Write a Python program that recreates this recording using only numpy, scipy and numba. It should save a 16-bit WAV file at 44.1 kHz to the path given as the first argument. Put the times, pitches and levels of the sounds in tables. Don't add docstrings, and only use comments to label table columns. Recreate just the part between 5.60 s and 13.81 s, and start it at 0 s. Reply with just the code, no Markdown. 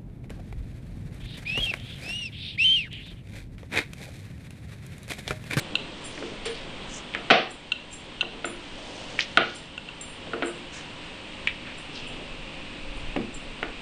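import sys
import numpy as np
from scipy import signal
from scipy.fft import rfft, irfft, next_fast_len
from scipy.io import wavfile
from scipy.ndimage import uniform_filter1d
from numba import njit

SR = 44100
rng = np.random.default_rng(int(sys.argv[2]) if len(sys.argv) > 2 else 0)


def unload_audio(sound):
    columns = np.transpose(np.atleast_2d(sound))
    steps = np.round(np.clip(columns, -1, 1) * 32767)
    wavfile.write(sys.argv[1], SR, steps.astype(np.int16))


N = 362061
NOW = np.arange(N) / SR
AGE = np.arange(SR * 3 // 5) / SR


def undb(db):
    return 10 ** (np.asarray(db) / 20)


def unit(x):
    return x / np.std(x)


def peak(x):
    return x / np.abs(x).max()


def fade(t60):
    return np.exp(-np.log(1000) * AGE / t60)


def bell(hz, centre_hz, octaves):
    return np.exp(-.5 * (np.log2(hz / centre_hz) / octaves) ** 2)


def colour(spectrum, size):
    hz, db = np.transpose(spectrum)
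    f = np.fft.rfftfreq(size, 1 / SR) + 1
    return undb(np.interp(np.log(f), np.log(hz), db))


def band(centre_hz, octaves, size):
    padded = next_fast_len(size)
    f = np.fft.rfftfreq(padded, 1 / SR) + 1
    white = rfft(rng.standard_normal(padded))
    return unit(irfft(white * bell(f, centre_hz, octaves), padded)[:size])


def walk(rate):
    knots = rng.standard_normal(int(N / SR * rate) + 2)
    return np.interp(NOW * rate, np.arange(len(knots)), knots)


def even(x, bins):
    spectrum = rfft(x)
    return spectrum / np.sqrt(uniform_filter1d(np.abs(spectrum) ** 2, bins))


def burst(spectrum, t60):
    flat = even(rng.standard_normal(len(AGE)) * fade(t60), bins=60)
    return peak(irfft(flat * colour(spectrum, len(AGE)), len(AGE)) * fade(10 * t60))


def snap(centre_hz, octaves):
    edges_hz = np.minimum(centre_hz * 2 ** (np.array([-1, 1]) * octaves), SR / 3)
    band_pass = signal.butter(3, edges_hz, "band", fs=SR, output="sos")
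    return peak(signal.sosfilt(band_pass, signal.unit_impulse(len(AGE))))


def ring(tones, weight=lambda hz: 1):
    return peak(sum((-1) ** k * undb(db) * weight(hz) * fade(t60) * np.sin(2 * np.pi * hz * AGE)
                    for k, (hz, db, t60) in enumerate(tones)))


def contact(x, bright_hz):
    return signal.sosfilt(signal.butter(3, min(bright_hz, SR / 3), fs=SR, output="sos"), x)


def add(track, s, sound):
    start = max(int(s * SR), 0)
    part = sound[:max(N - start, 0)]
    track[start:start + len(part)] += part


def kitchen(hiss_hz=3280, sink_hz_per_s=85, hiss_db=-53, grow_db_per_s=0.76):
    # (frequency [Hz], relative level [dB])
    air_spectrum = [(20, -8), (75, -14), (150, -13.5), (290, -12.5), (400, -16), (540, -15.5), (720, -19),
                    (1000, -19), (1500, -22.5), (2700, -18), (3500, -20), (6400, -38.5), (8800, -36),
                    (10000, -68.5)]
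    # (time [s], level [dB])
    rumble_levels = [(0, -63), (1.3, -44.5), (1.55, -54), (2.6, -53), (3.15, -46), (3.5, -56), (4.5, -56),
                     (5.6, -64), (5.85, -43), (6.2, -56), (6.5, -46), (7.05, -44.5), (7.45, -36),
                     (7.88, -42.5), (8.2, -45)]
    slow = signal.sosfilt(signal.butter(2, 270, fs=SR, output="sos"), rng.standard_normal((2, N)))
    phase = 2 * np.pi * np.cumsum(hiss_hz - sink_hz_per_s * NOW) / SR
    narrow = unit(slow[0] * np.cos(phase) + slow[1] * np.sin(phase))
    hiss = undb(hiss_db + grow_db_per_s * NOW + 0.9 * walk(9.5)) * narrow
    rumble_db = np.interp(NOW, *np.transpose(rumble_levels)) - 4.5 * walk(1.1)
    rumble = undb(rumble_db) * band(centre_hz=15, octaves=0.99, size=N)
    air_db = -41 + .5 * walk(11)
    air = unit(irfft(rfft(rng.standard_normal(N)) * colour(air_spectrum, N), N))
    return undb(air_db) * air + hiss + rumble


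def hum(drift_hz=1.513, waver_db=2):
    # (pitch [Hz], level [dB])
    tones = [(97, -61.5), (156.1, -56.5), (199.2, -59), (247.6, -56), (296.1, -55.5), (538.3, -57.5),
             (969, -62.5)]
    track = np.zeros(N)
    for hz, db in tones:
        height = np.sqrt(2) * undb(db + waver_db * walk(3.3))
        phase = 2 * np.pi * np.cumsum(hz + drift_hz * walk(4)) / SR
        track += height * np.sin(phase)
    return track


def room(x, build_s=0.00049):
    # (frequency [Hz], fade time [s])
    fade_times = [(100, 0.49), (260, 0.51), (700, 0.43), (1840, 0.37), (4850, 0.42), (9000, 0.28)]
    hz, t60s = np.transpose(fade_times)
    log_f = np.log(np.fft.rfftfreq(len(AGE), 1 / SR) + 1)
    white = rfft(rng.standard_normal(len(AGE)))
    bands = [irfft(white * np.interp(log_f, np.log(hz), share), len(AGE)) for share in np.eye(len(hz))]
    tail = sum(part * fade(t60) for part, t60 in zip(bands, t60s))
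    tail = irfft(even(tail, bins=24), len(AGE))
    build_up = 1 - np.exp(-(AGE / build_s) ** 2)
    tail = (tail * build_up)[:len(AGE) * 3 // 4]
    return signal.fftconvolve(x, tail / np.linalg.norm(tail))[:N]


def hand_swishes(grain_db=2.5):
    # (peak time [s], level [dB], rise [s], fall [s], centre [Hz], width [octaves])
    swishes = [(0.581, -52.5, 0.22, 0.17, 4700, 0.5), (0.862, -33.5, 0.012, 0.041, 2490, 0.67),
               (0.923, -43.5, 0.058, 0.11, 3000, 0.54), (1.25, -48, 0.31, 0.43, 218, 1.9),
               (1.368, -42, 0.059, 0.028, 6460, 0.26), (3.328, -46.5, 0.26, 0.35, 585, 0.48),
               (3.406, -50, 0.39, .4, 4200, 0.62), (3.605, -35, 0.013, .03, 5100, 0.27),
               (3.918, -46.5, 0.14, 0.12, 4140, 0.44), (5.151, -47, 0.025, 0.059, 6260, 0.28),
               (5.18, -43, 0.07, 0.07, 2010, 1.0), (6.082, -42.5, 0.035, 0.04, 1980, 0.57),
               (6.352, -43.5, 0.02, 0.082, 3940, 0.41), (6.439, -42, 0.1, .1, 2840, 0.19),
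               (6.602, -45, 0.23, 0.12, 249, 1.3), (7.42, -50, 0.16, 0.32, 90, 0.64)]
    track = np.zeros(N)
    grain = undb(grain_db * walk(250))
    for s, db, rise_s, fall_s, centre_hz, octaves in swishes:
        progress = (NOW - s) / np.where(NOW < s, rise_s, fall_s)
        near = np.abs(progress) < 3
        swell = np.exp(-progress[near] ** 2)
        track[near] += undb(db) * swell * grain[near] * band(centre_hz, octaves, len(swell))
    return track


def bracelet_jingles(touches=11, detune=0.02185, scatter_db=4, settle_s=0.068, room_db=-4):
    # (time [s], level [dB], swell time [s], centre [Hz])
    shakes = [(.002, -39.5, 0.00084, 7900), (0.40, -35.5, 0.049, 7600), (0.856, -27.5, 0.0011, 8450),
              (1.885, -34.5, 0.024, 7600), (2.291, -32, 0.04, 7400), (2.852, -24.5, 0.00073, 8700),
              (3.937, -33.5, 0.02, 8300), (4.411, -26.5, 0.00095, 9300), (4.838, -29.5, 0.028, 8500),
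              (6.165, -42, 0.019, 8200), (6.458, -43.5, 0.017, 8500), (7.342, -48, 0.034, 8600),
              (7.73, -37, 0.016, 8400)]
    # (pitch [Hz], relative level [dB], fade time [s])
    link_tones = [(5740, -4, 0.05), (7460, 5, 0.11), (7640, 6, 0.038), (9230, 2.5, 0.15),
                  (9260, 2.5, 0.082)]
    track = np.zeros(N)
    for s, db, swell_s, centre_hz in shakes:
        tick = undb(-2) * band(centre_hz, 0.16, len(AGE)) * fade(0.0071)
        fall_s = 0.0028 + 0.26 * swell_s
        for k in range(touches):
            link = [(hz * (1 + detune * rng.standard_normal()),
                     tone_db + scatter_db * rng.standard_normal(), t60)
                    for hz, tone_db, t60 in link_tones]
            touch = ring(link, lambda hz: bell(hz, centre_hz, octaves=0.35)) + tick
            delay_s = (swell_s + settle_s) * (k + rng.random() * (k > 0)) / touches
            force = np.exp(-abs(delay_s - swell_s) / fall_s)
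            add(track, s + delay_s, undb(db) * force * touch)
    return track + undb(room_db) * room(track)


def finger_ring_clicks(upper_hz=3350, room_db=-11):
    # (time [s], level [dB], brightness [Hz], gap to the bounce [s],
    # bounce compared with the strike [dB], change to the upper tones [dB])
    strikes = [(0.154, -5.5, 9000, .0011, -41, 1.5), (2.119, -4, 3740, .0029, -3.5, 1.5),
               (2.609, -5, 3600, 0.0047, -3, 0.5), (4.178, -18.5, 2000, 0.00186, -9, -5),
               (4.286, -30, 2100, .0018, 8, 0)]
    # (pitch [Hz], relative level [dB], fade time [s])
    pin_tones = [(1464, -14.5, 0.03), (2660, 7, 0.016), (2810, 12, 0.007), (3260, 2.5, 0.0084),
                 (3620, -4.5, 0.018), (4010, -1.5, 0.015), (7000, -38, 0.0082), (7460, -42, 0.014)]
    track = np.zeros(N)
    for s, db, bright_hz, gap_s, bounce_db, upper_db in strikes:
        tick = undb(-30) * band(6860, 0.25, len(AGE)) * fade(0.019)
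        pin = ring(pin_tones, lambda hz: undb(upper_db * (hz > upper_hz)))
        click = undb(db) * (peak(contact(pin, bright_hz)) + tick)
        add(track, s, click)
        add(track, s + gap_s, undb(bounce_db) * click)
    return track + undb(room_db) * room(track)


def pin_rolling(stroke_s=0.55, first_push_s=0.23, swing_db=5.5, lean_s=0.041, bump_db=3):
    # (start [s], end [s], level [dB])
    rolls = [(-.1, 1.114, -46), (2.605, 2.903, -53), (4.552, 5.0, -52), (7.567, 7.96, -62)]
    effort = np.zeros(N)
    for start, end, db in rolls:
        lean = np.clip(np.minimum(NOW - start, end - NOW) / lean_s, 0, 1)
        stroke = np.cos(2 * np.pi * (NOW - start - first_push_s) / stroke_s)
        effort += lean * undb(db + swing_db * stroke)
    return effort * undb(bump_db * walk(35)) * band(centre_hz=293, octaves=1, size=N)


def pin_clacks(grip_t60=0.035, scrape_db=-20, room_db=-11.5):
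    # (time [s], level [dB], centre for the spot struck [Hz], ringing compared with the snap [dB])
    hits = [(.578, -25, 2050, -9), (1.539, -20, 2700, -13), (1.5491, -12, 2250, -1),
            (3.5898, -11.5, 2070, -2), (3.5921, -6.5, 2520, -6.5), (3.6072, -8.5, 3560, -25),
            (5.8721, -17, 2650, -3), (5.8737, -4.5, 2530, -11), (5.876, -19, 2500, 10),
            (7.564, -17.5, 2390, 1), (8.03, -16, 2350, -4)]
    # (pitch [Hz], relative level [dB], fade time [s])
    rim_tones = [(1435, 7, 0.015), (1890, -10.5, 0.007), (2420, 3.5, 0.015), (2513, 16, 0.0049),
                 (2630, 12.5, 0.0064), (3030, -0.5, 0.027), (3650, -19, 0.0044), (4150, -13.5, 0.016),
                 (6500, -9, 0.012)]
    track = np.zeros(N)
    for s, db, centre_hz, ring_db in hits:
        rim = undb(ring_db) * ring(rim_tones, lambda hz: bell(hz, centre_hz, octaves=0.2))
        clack = peak(snap(centre_hz, octaves=0.37) + rim * fade(grip_t60))
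        scrape = undb(scrape_db) * band(0.95 * centre_hz, 0.4, len(AGE)) * fade(0.15)
        add(track, s, undb(db) * (clack + scrape))
    return track + undb(room_db) * room(track)


def board_knocks(rise_s=0.0038, hands_t60=0.99, echo_s=0.03, echo_db=-1):
    # (time [s], level [dB],
    # brightness [Hz], relative wood ringing [dB], relative boom [dB], boom centre [Hz], boom width [octaves],
    # relative room sound [dB])
    knocks = [(0.6247, -23.5, 1900, -20, -5, 380, 0.37, -7), (0.855, -26.5, 5100, -3, 0, 470, 0.16, 8.5),
              (1.55, -23, 2470, -7, -12, 423, 0.42, 1), (1.702, -1, 7500, -6.5, -14.5, 336, 0.54, 4.5),
              (1.708, 1, 5370, -20, -6.5, 670, 0.39, 2.5), (1.715, -8, 5940, -15, -11, 640, 0.65, -6),
              (1.721, -12, 6500, -13, -24, 600, .5, 3), (1.7505, -15, 4500, -4, -8, 705, 0.3, -8),
              (1.7772, -18, 3800, -12.5, -12, 640, 0.42, -6), (2.627, -21, 1540, -16, -8, 415, 0.67, -9),
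              (2.733, -33, 900, -10, -6, 447, 0.21, -15), (2.8445, -14, 3220, -1.5, -10.5, 340, 0.4, -2),
              (3.773, 1.5, 3600, 3, -17.5, 476, 0.94, 1.5), (4.671, -30.5, 750, -14, -5.5, 380, 0.42, -15),
              (4.7339, -16, 2500, -4, -7, 390, 0.36, -2), (4.765, -26, 800, -11, -7, 398, .35, -2),
              (4.8233, -12, 3300, -13, -8, 350, 0.34, -10), (4.8302, -17.5, 2620, 4, -20, 400, 0.37, 5.5),
              (7.5618, -16.5, 1000, -22, -1, 272, 0.49, -7), (7.59, -25.5, 600, -8, -5, 356, 0.22, -16),
              (8.0286, -16, 1840, -12, -14, 330, 0.46, -6.5)]
    # (pitch [Hz], relative level [dB], fade time [s])
    board_tones = [(670, -10, 0.09), (1217, -9.5, 0.096), (1294, -2.5, 0.04), (1455, 2.5, 0.033),
                   (1530, -14, 0.0079), (1860, -11, 0.023), (2080, 2, 0.006), (2640, -1.5, 0.009),
                   (3170, -11, 0.054), (3365, -16, 0.08), (3570, 0, 0.01), (4430, -9, 0.0091)]
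    counter_tones = [(126.5, 9.5, 0.56), (157, -13, 0.29), (210.8, -1, 0.64), (237.3, -6.5, 0.73),
                     (282.5, 0.5, 0.58), (342.4, 0.5, 0.21), (349.2, 2.5, 0.84), (450, 7.5, 0.1),
                     (464.4, 1.5, 0.21), (546, -8, 0.26), (588, -4.5, 0.32), (659, 0, 0.21), (684, 1, 0.18),
                     (709, -7, 0.24), (730, -10, 0.41), (765, -1.5, 0.22)]
    # (frequency [Hz], relative level [dB])
    crack_spectrum = [(110, -12.5), (250, 1), (380, -4.5), (520, 4.5), (720, 4), (930, -11), (1100, -3),
                      (1450, -0.5), (1750, -2), (2800, 0.5), (4000, -6.5), (4800, -15), (6000, -18.5),
                      (6900, -65), (10000, -67)]
    boom_shape = (1 - np.exp(-AGE / rise_s)) * fade(hands_t60)
    track = np.zeros(N)
    for s, db, bright_hz, ring_db, boom_db, boom_hz, octaves, room_db in knocks:
        wood = contact(undb(ring_db) * ring(board_tones), bright_hz)
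        crack = contact(undb(-3) * burst(crack_spectrum, t60=0.026), bright_hz)
        force = undb(db) / np.abs(wood + crack).max()
        counter = ring(counter_tones, lambda hz: bell(hz, boom_hz, octaves))
        boom = undb(db + boom_db) * counter * boom_shape
        add(track, s, force * (wood + crack) + boom)
        add(track, s + echo_s, undb(echo_db) * boom)
        spread = force * undb(room_db) * (undb(-10) * wood + undb(3) * crack)
        add(track, s, room(spread + undb(-13) * boom))
    return track


def scene(lowest_hz=85):
    blows = board_knocks() + pin_clacks() + finger_ring_clicks() + bracelet_jingles()
    bass_cut = signal.butter(3, lowest_hz, "high", fs=SR, output="sos")
    return (signal.sosfilt(bass_cut, blows) + pin_rolling() + hand_swishes() + kitchen() + hum())[None]


@njit
def follow(x, attack, release):
    levels, level = np.empty(len(x)), 0.
    for i in range(len(x)):
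        level += (abs(x[i]) - level) * (attack if abs(x[i]) > level else release)
        levels[i] = level
    return levels


def record(dry, attack_s=0.025, release_s=0.59, threshold_db=-29, slope=0.32, ceiling=0.95, top_hz=9800):
    level = follow(dry[0], 1 / (attack_s * SR), 1 / (release_s * SR))
    gain = np.maximum(level / undb(threshold_db), 1) ** -slope
    rounded = ceiling * np.tanh(dry * gain / ceiling)
    return signal.sosfilt(signal.ellip(10, .2, 65, top_hz, fs=SR, output="sos"), rounded)


dry = scene()
out = record(dry)
unload_audio(out)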